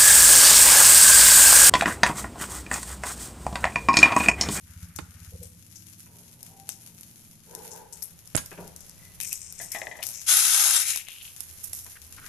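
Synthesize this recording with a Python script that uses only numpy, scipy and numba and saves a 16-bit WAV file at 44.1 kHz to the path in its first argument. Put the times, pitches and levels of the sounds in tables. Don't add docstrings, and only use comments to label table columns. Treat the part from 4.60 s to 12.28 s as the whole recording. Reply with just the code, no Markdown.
import sys
import numpy as np
from scipy import signal
from scipy.fft import rfft, irfft
from scipy.io import wavfile
from scipy.ndimage import uniform_filter1d
from numba import njit

SR = 44100
rng = np.random.default_rng(int(sys.argv[2]) if len(sys.argv) > 2 else 0)


def store_pcm(level_fs):
    pcm = np.round(np.clip(level_fs, -1, 1) * 32767).astype(np.int16)
    wavfile.write(sys.argv[1], SR, np.atleast_2d(pcm).T)


N = 338820
TIME = np.arange(N) / SR
SHORT = TIME[:SR // 2]
TOP_HZ = 12600
HUM_HZ = 169.6


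def undb(db):
    return 10 ** (np.asarray(db) / 20)


def unit(x):
    return x / np.sqrt(np.mean(x ** 2))


def peak(x):
    return x / np.abs(x).max()


def curves(rows):
    s, *columns = np.transpose(rows)
    return [np.interp(TIME, s, column) for column in columns]


def gate(start, end, edge=0.014):
    return np.clip((TIME - start) / edge, 0, 1) * np.clip((end - TIME) / edge, 0, 1)


def envelope(start, length, rise, fade):
    return np.clip((TIME - start) / rise, 0, 1) * np.exp(-np.maximum(TIME - start - length, 0) / fade)


def pan(db):
    gains = undb(np.array([[db], [-db]]) / 2)
    return gains / gains.mean()


def add(out, s, sound):
    i = min(int(s * SR), N)
    out[:, i:i + sound.shape[-1]] += sound[..., :N - i]


def through(x, response):
    return signal.oaconvolve(np.atleast_2d(x), np.atleast_2d(response), axes=1)[:, :x.shape[-1]]


def colour(points, size=4096):
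    hz, db = np.transpose(points)
    f = np.maximum(np.fft.rfftfreq(size, 1 / SR), 1)
    log_gain = np.log(undb(np.interp(np.log(f), np.log(hz), db)))
    cepstrum = irfft(log_gain)
    cepstrum[1:size // 2] *= 2
    cepstrum[size // 2:] = 0
    return irfft(np.exp(rfft(cepstrum)))


def ring(resonances):
    response = 0
    for k, (hz, width, db) in enumerate(resonances):
        mode = np.exp(-np.pi * width * SHORT) * np.sin(2 * np.pi * hz * SHORT)
        response = response + undb(db) * width * mode * (-1) ** k
    return response


def lowpass(x):
    taps = signal.firwin(301, TOP_HZ, window=("kaiser", 8), fs=SR)
    return signal.oaconvolve(np.atleast_2d(x), taps[None], mode="same", axes=1)


def noise(likeness, size=N):
    common, *own = rng.standard_normal((3, size))
    c = np.clip(likeness, 0, 1)
    return np.sqrt(c) * common + np.sqrt(1 - c) * np.array(own)


def walk(rate):
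    k = int(SR / rate)
    steps = np.repeat(rng.standard_normal(N // k + 1), k)[:N]
    return unit(uniform_filter1d(steps, k))


def grains(rate, spread_db, scatter_db, size=3):
    at = np.flatnonzero(rng.random(N - size) < rate / SR)
    strength_db = spread_db * np.minimum(rng.exponential(size=len(at)), 5)
    strength = undb(strength_db) * rng.choice([-1, 1], len(at))
    side = undb(scatter_db * rng.uniform(-1.09, 1, len(at)))
    out = np.zeros((2, N))
    out[0, at + 1] = strength * side
    out[1, at + rng.integers(0, size, len(at))] = strength / side
    return out


def smear(x, wet_db, t60):
    keep = undb(-120 / (t60 * SR))
    tail = np.sqrt(signal.lfilter([1 - keep], [1, -keep], x ** 2))
    return x + undb(wet_db) * tail * rng.standard_normal(x.shape)


def play(drive, points):
    return unit(lowpass(through(drive, colour(points))))


def echo(x, wet_db, t60):
    decay = undb(-60 * SHORT / t60) * (1 - np.exp(-SHORT / 0.00027))
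    tail = noise(0.17, size=len(SHORT)) * decay
    return x + undb(wet_db) * through(x, tail / np.sqrt(np.sum(tail ** 2) / 2))


def swishes(rows, drive, edge):
    out = np.zeros((2, N))
    for s, length, hz, width, db in rows:
        span = slice(int(s * SR), int((s + length) * SR))
        band = unit(through(drive[:, span], ring([(hz, width, 0)])))
        out[:, span] += band * gate(s, s + length, edge)[span] * undb(db)
    return out


@njit
def svf(x, hz, damping):
    high, band, b, l = np.empty(len(x)), np.empty(len(x)), 0., 0.
    for i in range(len(x)):
        g = np.tan(np.pi * hz[i] / SR)
        v = (b + g * (x[i] - l)) / (1 + g * (g + damping))
        low = l + g * v
        high[i], band[i] = x[i] - damping * v - low, v
        b, l = 2 * v - b, 2 * low - l
    return high, band


# frequency in Hz, level in dB per Hz.
OIL_SPECTRUM = [(500, -17.5), (2400, -7), (4400, -8), (6800, 1), (8100, -5.5), (9000, 0), (9900, 0),
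                (10600, 5.5), (12300, 4.5)]
# start in seconds, level in dB, fade in seconds, left minus right in dB.
FRYING_FLARES = [(2.95, -47.5, 0.22, 2), (4.15, -56, 0.37, 0), (5.441, -40.5, 0.11, 2), (6.46, -44, 1, 1),
                 (7.58, -45, 0.36, 4)]
FRY_DB, FRY_PAN_DB, FLARE_RISE_S = -53.5, 5, 0.066


def frying():
    power = (undb(FRY_DB) * pan(FRY_PAN_DB)) ** 2
    for s, db, fade, pan_db in FRYING_FLARES:
        flare = undb(db) * envelope(s, FLARE_RISE_S, FLARE_RISE_S, fade) * pan(pan_db)
        power = power + flare ** 2
    waver = undb(1.8 * walk(30))
    snaps = grains(1800, 4.1, 18.0) * waver
    return play(smear(snaps, -0.85, 0.16), OIL_SPECTRUM) * np.sqrt(power)


# frequency in Hz, level in dB per Hz.
ROOM_SPECTRUM = [(20, -1), (48, -15), (68, 3.5), (110, 2.5), (270, -12), (800, -19), (5000, -23),
                 (12000, -37)]
# time in seconds, level in dB before RUMBLE_LIFT_DB is added.
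RUMBLE_COURSE = [(3.0, -69), (3.96, -62), (6.43, -65.5), (7.68, -63)]
# start in seconds, length in seconds, pitch in Hz, level in dB.
FAR_TONES = [(0.717, 0.054, 495, -51), (0.805, 0.065, 492, -52.5), (1.893, 0.23, 782.6, -59),
             (3.12, 0.16, 870, -54), (4.39, 0.1, 2003, -60), (6.538, 1.14, 82.4, -60.5)]
# frequency in Hz, width in Hz, level in dB.
VESSEL_MODES = [(460, 53, 0.5), (600, 210, -11.5), (860, 90, -5.5), (996, 86, -10.5), (1540, 230, -19)]
RUMBLE_LIFT_DB = 7
DRAG_AT_S, DRAG_LENGTH_S, DRAG_DB, DRAG_RISE_S, DRAG_FADE_S = 2.86, 0.34, -50, 0.039, 0.11
TONE_WIDTH_SHARE = 0.011
HUM_WIDTH_HZ, HUM_DB, HUM_ENDS_S = 11, -63.5, 5.1


def kitchen():
    rumble_db, = curves(RUMBLE_COURSE)
    air = noise(0.45)
    rumble = play(air, ROOM_SPECTRUM) * undb(rumble_db + RUMBLE_LIFT_DB + walk(5.6))
    drag = envelope(DRAG_AT_S, DRAG_LENGTH_S, DRAG_RISE_S, DRAG_FADE_S)
    vessel = unit(through(noise(0.45), ring(VESSEL_MODES)))
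    far = vessel * undb(DRAG_DB + 2 * walk(25.03)) * drag + far_knocks()
    rings = [(s, length, hz, TONE_WIDTH_SHARE * hz, db) for s, length, hz, db in FAR_TONES]
    hum = (0, HUM_ENDS_S, HUM_HZ, HUM_WIDTH_HZ, HUM_DB)
    far += swishes(rings + [hum], noise(0.95), edge=0.016)
    return rumble + echo(far, -6.5, 0.66) * pan(1.6)


# time in seconds, firings per second.
ENGINE_RATE = [(0.55, 15.5), (0.85, 17.2), (2.0, 18.7), (3.2, 19.4)]
# time in seconds, gain in dB.
BOOM_COURSE = [(0, -46.5), (0.22, -33), (0.28, -45.5), (0.41, -35.5), (0.47, -45), (0.73, -35.5),
               (0.85, -41.5), (1.0, -63)]
# frequency in Hz, width in Hz, level in dB.
EXHAUST_MODES = [(104, 31, 1), (175, 35, -5), (228.5, 11.6, 0), (316, 16, -8)]
FIRST_FIRING_S, BOOM_HZ, DRONE_DB, DRONE_ENDS_S = 0.092, 83, -58.5, 3.54


def motorbike():
    rate, = curves(ENGINE_RATE)
    boom_db, = curves(BOOM_COURSE)
    turns = np.cumsum(rate) / SR - FIRST_FIRING_S * rate[0]
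    count = np.floor(turns)
    firings = np.diff(count, prepend=count[0]) * undb(walk(20))
    swell = peak(SHORT ** 2 * np.exp(-SHORT / 0.0067))
    boom = swell * (np.sin(2 * np.pi * BOOM_HZ * SHORT) + 0.35 * np.sin(2 * np.pi * HUM_HZ * SHORT))
    harmonics = 0
    for k in range(4, 20):
        harmonics = harmonics + np.sin(2 * np.pi * (k * turns + rng.random())) * undb(3 * walk(2))
    drone = unit(through(harmonics, ring(EXHAUST_MODES))) * undb(DRONE_DB) * gate(-1, DRONE_ENDS_S, 0.97)
    return through(firings * undb(boom_db), boom) + drone


# frequency in Hz, level in dB per Hz.
STEEL_SPECTRUM = [(700, -24), (1400, -14.5), (2200, -6.5), (4400, -6.5), (7000, -1), (8100, -2.5),
                  (10500, 3), (12300, 0.5)]
# start in seconds, length in seconds, pitch and width in Hz, level in dB.
LIGHT_RUBS = [(0.05, 0.66, 1390, 457, -64), (4.594, 0.077, 2500, 494, -49), (4.708, 0.035, 2580, 250, -41),
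              (5.108, 0.07, 2070, 500, -49), (5.418, 0.03, 2600, 2500, -32), (7.25, 0.04, 850, 400, -50.5),
              (7.352, 0.029, 1566, 597, -42.5), (7.566, 0.039, 1410, 400, -46),
              (7.61, 0.12, 1410, 310, -50.5)]


def rubs():
    return swishes(LIGHT_RUBS, play(grains(2500, 3.5, 4.3), STEEL_SPECTRUM), edge=0.021) * pan(3.6)


# frequency in Hz, level in dB per Hz.
SNAP_SPECTRUM = [(2000, -20), (4400, -13.5), (5400, -1), (8200, 0.5), (12500, 8)]
# start in seconds, level in dB before the fade, fade in seconds, pitch in Hz.
MOISTURE_FIZZES = [(0.355, -43, 0.035, 7000), (0.826, -46, 0.046, 8500), (1.154, -45, 0.028, 6100),
                   (2.094, -38, 0.026, 6500), (3.107, -36, 0.02, 6800), (3.324, -38, 0.027, 7700),
                   (3.422, -29.5, 0.019, 11000), (4.19, -52.5, 0.12, 6300)]
FIZZ_RISE_S, FIZZ_WIDTH_HZ, FIZZ_PAN_DB = 0.0054, 2000, 12


def fizzes():
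    out, droplets = np.zeros((2, N)), play(grains(2200, 4.1, 9.0), SNAP_SPECTRUM)
    for s, db, fade, hz in MOISTURE_FIZZES:
        i = int(s * SR)
        crackle = unit(through(droplets[:, i:i + len(SHORT)], ring([(hz, FIZZ_WIDTH_HZ, 0)])))
        shape = np.minimum(SHORT / FIZZ_RISE_S, 1) * np.exp(-SHORT / fade)
        add(out, s, crackle * shape * undb(db) * pan(FIZZ_PAN_DB))
    return out


# frequency in Hz, level in dB per Hz.
BODY_SPECTRUM = [(200, -10.5), (700, 9), (1500, 7), (3700, 16.5), (6000, -27)]
# time in seconds, snap peak in dB, left minus right in dB.
OIL_SPITS = [(0.361, -20.5, 14), (0.834, -29, 18), (1.829, -23.5, 9), (2.0904, -13, 9), (2.4092, -26, 0),
             (2.9496, -19.5, 10), (3.326, -28, 13), (3.422, -22.5, 20), (3.426, -21.5, 21), (3.674, -28, 9),
             (3.86, -22, 2), (4.077, -28, 10), (4.162, -24, 9), (4.206, -29, 10), (4.295, -27, 3)]
# time in seconds, snap peak in dB, left minus right in dB,
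# body level in dB relative to the snap peak.
BLADE_TICKS = [(4.6015, -17, 23, -22), (4.7284, -10, 2, -65), (4.924, -21.5, 6, -40), (5.467, -13, 15, -47),
               (5.73, -9, 2, -23), (5.7692, -3.5, -11, -31), (6.217, -9, 2, -31), (6.3596, -9, 2, -29.5),
               (6.3731, -15, 22, -25.5), (6.4846, -25.5, 28, -16), (6.805, -16.5, -23, -26.5),
               (7.132, -15, -11, -30.5)]
SPIT_USUAL_DB, SPIT_BODY_DB, SPIT_BODY_GROWTH = -26, -39.5, 1.0


def pops():
    out = np.zeros((2, N))
    snap = peak(lowpass(np.pad(colour(SNAP_SPECTRUM), (SR // 1000, 0))))[0]
    body = np.pad(colour(BODY_SPECTRUM), (SR // 1000, 0))
    body = body / np.std(body[SR // 1000:SR // 375])
    spits = []
    for s, db, pan_db in OIL_SPITS:
        spits.append((s, db, pan_db, SPIT_BODY_DB + SPIT_BODY_GROWTH * (db - SPIT_USUAL_DB)))
    for s, db, pan_db, body_db in BLADE_TICKS + spits:
        fall = 0.17 * np.exp(-SHORT / 0.0012) + 0.018 * np.exp(-SHORT / 0.03)
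        spray = noise(0.16, size=len(SHORT)) * fall
        spray[:, 0] = 1
        add(out, s, through(spray, snap + undb(body_db) * body) * undb(db) * pan(pan_db))
    return out


# time in seconds, thud peak in dB, click peak in dB, click pitch in Hz,
# click left minus right in dB, share of rubbing in the push.
CASE_BUMPS = [(0.388, -22, -33, 7000, 3, 0.28), (3.7499, -11.5, -22, 4500, -22, 0.045),
              (3.7546, -29, -7, 7460, -29, 0.34), (3.7652, -52, -7, 10550, -32, 0.091)]
# frequency in Hz, level in dB per Hz.
THUD_SPECTRUM = [(25, -22), (90, 6.5), (260, 2.5), (900, -7), (1500, -7.5), (6000, -22.5)]


def handling():
    out = np.zeros((2, N))
    grip = pan(-13)
    for s, thud_db, click_db, hz, pan_db, rub in CASE_BUMPS:
        push = rub * noise(0.53, size=len(SHORT)) * np.exp(-SHORT / 0.0063)
        push[:, 0] += 0.6
        release = np.exp(-((SHORT - 0.0024) / 0.00029) ** 2)
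        thud = peak(through(push - release / release.sum(), colour(THUD_SPECTRUM)))
        add(out, s, thud * undb(thud_db) * grip)
        creak = noise(0.79, size=len(SHORT)) * SHORT * np.exp(-SHORT / 0.00041)
        click = peak(through(creak, ring([(hz, 1100, 0), (11000, 1500, -9)])))
        add(out, s, click * undb(click_db) * pan(pan_db))
    return out


# time in seconds, thump level in dB, thump fade in seconds, clack level in dB.
PUT_DOWNS = [(1.462, -61.5, 1, -55.5), (3.914, -45, 0.034, -38.5), (3.975, -37.5, 0.053, -44)]
# frequency in Hz, width in Hz, level in dB.
COUNTER_MODES = [(170.7, 26, 9), (397, 123, 3.5), (600, 200, 1.5), (924, 83, 2.5), (1510, 300, -16)]
# frequency in Hz, width in Hz, level in dB.
CLACK_MODES = [(387, 88, 2.5), (944, 83, 3), (1560, 420, -2), (2600, 420, -3)]
THUMP_RISE_S, FAR_CLACK_FADE_S = 0.015, 0.016


def far_knocks():
    thump = sum(undb(db) * envelope(s, 0, THUMP_RISE_S, fade) for s, db, fade, _ in PUT_DOWNS)
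    clack = sum(undb(db) * envelope(s, 0, 0.0028, FAR_CLACK_FADE_S) for s, _, _, db in PUT_DOWNS)
    counter = unit(through(noise(0.99), ring(COUNTER_MODES))) * undb(2 * walk(10))
    edge = unit(through(noise(0.44), ring(CLACK_MODES)))
    return counter * thump + edge * clack


# frequency in Hz, relative level in dB, time in seconds to fall by 60 dB.
UTENSIL_MODES = [(1630, -4.5, 0.15), (2770, -4.5, 0.066), (4996, -3, 0.06), (6600, -1, 0.079),
                 (8830, 7.5, 0.04)]
# frequency in Hz, level in dB per Hz.
CHATTER_SPECTRUM = [(100, 10), (300, -6.5), (1000, 1.5), (4800, -0.5), (6700, 1), (8000, -10), (12000, 1)]


def clatter():
    out = np.zeros((2, N))
    chatter = noise(0.27, size=len(SHORT)) * np.exp(-SHORT / 0.012) * np.minimum(SHORT / 0.0014, 1)
    modes = sum(undb(db - 60 * SHORT / t60) * np.sin(2 * np.pi * hz * SHORT) for hz, db, t60 in UTENSIL_MODES)
    add(out, 3.7735, undb(-13) * peak(through(chatter, colour(CHATTER_SPECTRUM))) * pan(4.5))
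    add(out, 3.778, undb(-21.5) * peak(modes) * pan(7.8))
    return echo(out, -10.0, 0.29)


# frequency in Hz, level in dB per Hz.
CRUST_SPECTRUM = [(1000, -37), (2300, -9.5), (3500, -20.5), (4700, -20), (5300, -1), (7000, 3.5),
                  (9300, 5.5), (9900, -20)]
# start in seconds, length in seconds, level in dB, top of the hiss in Hz.
BLADE_PUSHES = [(4.598, 0.14, -40, 9000), (4.804, 0.12, -47.5, 9800), (4.97, 0.055, -43, 9800),
                (5.11, 0.11, -48, 8340), (5.52, 0.055, -39, 7340)]
# time in seconds, level in dB, fade in seconds, left minus right in dB.
CRUST_CRUNCHES = [(4.606, -30, 0.059, 12), (4.721, -32.5, 0.014, 6), (5.01, -36.5, 0.034, 11),
                  (5.114, -31, 0.04, 7), (5.424, -32, 0.064, 17), (7.032, -32, 0.027, -23),
                  (7.126, -33.5, 0.081, 0)]
PUSH_RISE_S, PUSH_FADE_S = 0.027, 0.098


def crust():
    out = np.zeros((2, N))
    shear = grains(2200, 4.2, 4.5) * undb(1.8 * walk(60))
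    glide = play(smear(shear, -8.0, 0.025), CRUST_SPECTRUM)
    for s, length, db, top_hz in BLADE_PUSHES:
        hiss = signal.sosfilt(signal.butter(8, min(top_hz, TOP_HZ), fs=SR, output="sos"), glide)
        out += hiss * undb(db) * envelope(s, length, PUSH_RISE_S, PUSH_FADE_S) * pan(7.3)
    crumbs = play(smear(grains(2600, 4.4, 6), -6, 0.025), SNAP_SPECTRUM)
    for s, db, fade, pan_db in CRUST_CRUNCHES:
        out += crumbs * undb(db) * envelope(s, 0, 0.0062, fade) * pan(pan_db)
    return out


# time in seconds, clack peak in dB, body peak in dB, share of rattle in the blow.
GRIDDLE_ROCKS = [(5.0, -32.5, -39, 0.12), (5.1472, -25, -30, 0.11), (5.217, -22, -32.5, 0.026),
                 (5.2695, -24.5, -34.5, 0.014), (5.3135, -31, -44, 0.052), (5.354, -37.5, -43.5, 0.057),
                 (5.389, -37.5, -38, 0.076)]
# frequency in Hz, width in Hz, level in dB.
RIM_MODES = [(1724, 196, -3), (2013, 136, 2), (2460, 74, -6), (3400, 930, -17)]
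# frequency in Hz, width in Hz, level in dB.
GRIDDLE_MODES = [(380, 320, -11), (668, 105, -1), (854, 115, -0.5), (1000, 340, -9)]
RATTLE_FADE_S, BODY_FADE_S = 0.024, 0.029


def griddle():
    clacks, thuds = np.zeros((2, 2, N))
    for s, clack_db, body_db, rattle in GRIDDLE_ROCKS:
        blow = noise(0.61, size=len(SHORT)) * rattle * np.exp(-SHORT / RATTLE_FADE_S)
        blow[:, 0] = 1
        rim = ring([(hz * (1 + 0.02 * rng.standard_normal()), width, db) for hz, width, db in RIM_MODES])
        add(clacks, s, peak(through(blow, rim)) * undb(clack_db) * pan(8.9))
        shake = noise(0.96, size=len(SHORT)) * np.exp(-SHORT / BODY_FADE_S)
        shake[:, 0] = 12
        body = ring([(hz * (1 + 0.08 * rng.standard_normal()), width, db) for hz, width, db in GRIDDLE_MODES])
        add(thuds, s, peak(through(shake, body)) * undb(body_db) * pan(1.2))
    return echo(clacks, -12, 0.18) + echo(thuds, -3, 0.5)


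BLADE_MODES = [3630, 6220, 7110, 9520, 10750]
BLADE_WIDTH_SHARE, BLADE_DRIFT_SHARE = 0.025, 0.045


def shifting(x):
    centres = [hz * (1 + BLADE_DRIFT_SHARE * walk(22)) for hz in BLADE_MODES]
    modes = np.array([sum(svf(side, hz, BLADE_WIDTH_SHARE)[1] for hz in centres) for side in x])
    return unit(x + BLADE_WIDTH_SHARE * modes)


# frequency in Hz, level in dB per Hz.
IRON_SPECTRUM = [(300, -31), (700, 0.5), (1100, -3), (1400, 5), (1900, 6), (3000, -29)]
# time in seconds, gain in dB, low edge of the contact in Hz.
BLADE_PULL = [(5.66, -40, 1900), (5.691, -18, 1200), (5.734, -17, 1050), (5.85, -20.5, 1250),
              (6.091, -18.5, 590), (6.175, -20.5, 940), (6.25, -30.5, 1720), (6.295, -23.5, 1950),
              (6.368, -36.5, 1990), (6.43, -48, 2200)]
IRON_DB, LOWEST_RING_HZ = -15.5, 575


def scrape():
    effort_db, edge_hz = curves(BLADE_PULL)
    slips = grains(7000, 2.8, 2.5) * undb(1.4 * walk(140))
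    hissing = echo(smear(slips, -6.5, 0.018), -7.5, 0.04)
    blade = shifting(play(hissing, STEEL_SPECTRUM)) * pan(5.8)
    iron = play(echo(slips, -15.0, 0.16), IRON_SPECTRUM) * undb(IRON_DB) * pan(3.5)
    low_cut = signal.butter(6, LOWEST_RING_HZ, "high", fs=SR, output="sos")
    body = signal.sosfilt(low_cut, blade + iron)
    contact = np.array([svf(side, edge_hz, 1.42)[0] for side in body])
    return contact * undb(effort_db) * gate(BLADE_PULL[0][0], BLADE_PULL[-1][0], 0.0084)


# time in seconds, ring in Hz, level in dB.
TIP_COURSE = [(6.2, 2110, -43.5), (6.31, 2270, -42), (6.45, 2520, -54), (6.515, 2880, -48),
              (6.565, 2900, -57.5), (6.61, 2980, -51.5), (6.69, 2850, -59), (6.762, 2750, -72)]
TIP_WIDTH_SHARE = 0.42


def tip():
    hz, db = curves(TIP_COURSE)
    slips = grains(2200, 4.2, 3) * undb(2.5 * walk(80))
    once = [svf(side, hz, TIP_WIDTH_SHARE)[1] for side in slips]
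    rasp = np.array([svf(side, hz, TIP_WIDTH_SHARE)[1] for side in once])
    return unit(rasp) * undb(db) * gate(TIP_COURSE[0][0], TIP_COURSE[-1][0]) * pan(3.5)


# frequency in Hz, left minus right in dB.
PORT_BALANCE = [(400, -2.5), (1500, 3), (5000, 8), (8000, 2), (11000, -2.5)]


def scene():
    ports = [colour([(hz, side * db / 2) for hz, db in PORT_BALANCE]) for side in (1, -1)]
    food = frying() + fizzes() + pops() + crust()
    blade = rubs() + scrape() + tip()
    stove = through(food + blade, ports) + handling()
    return echo(stove, -10.5, 0.29) + kitchen() + motorbike() + clatter() + griddle()


def record(dry):
    return lowpass(np.tanh(dry))


dry = scene()
out = record(dry)
store_pcm(out)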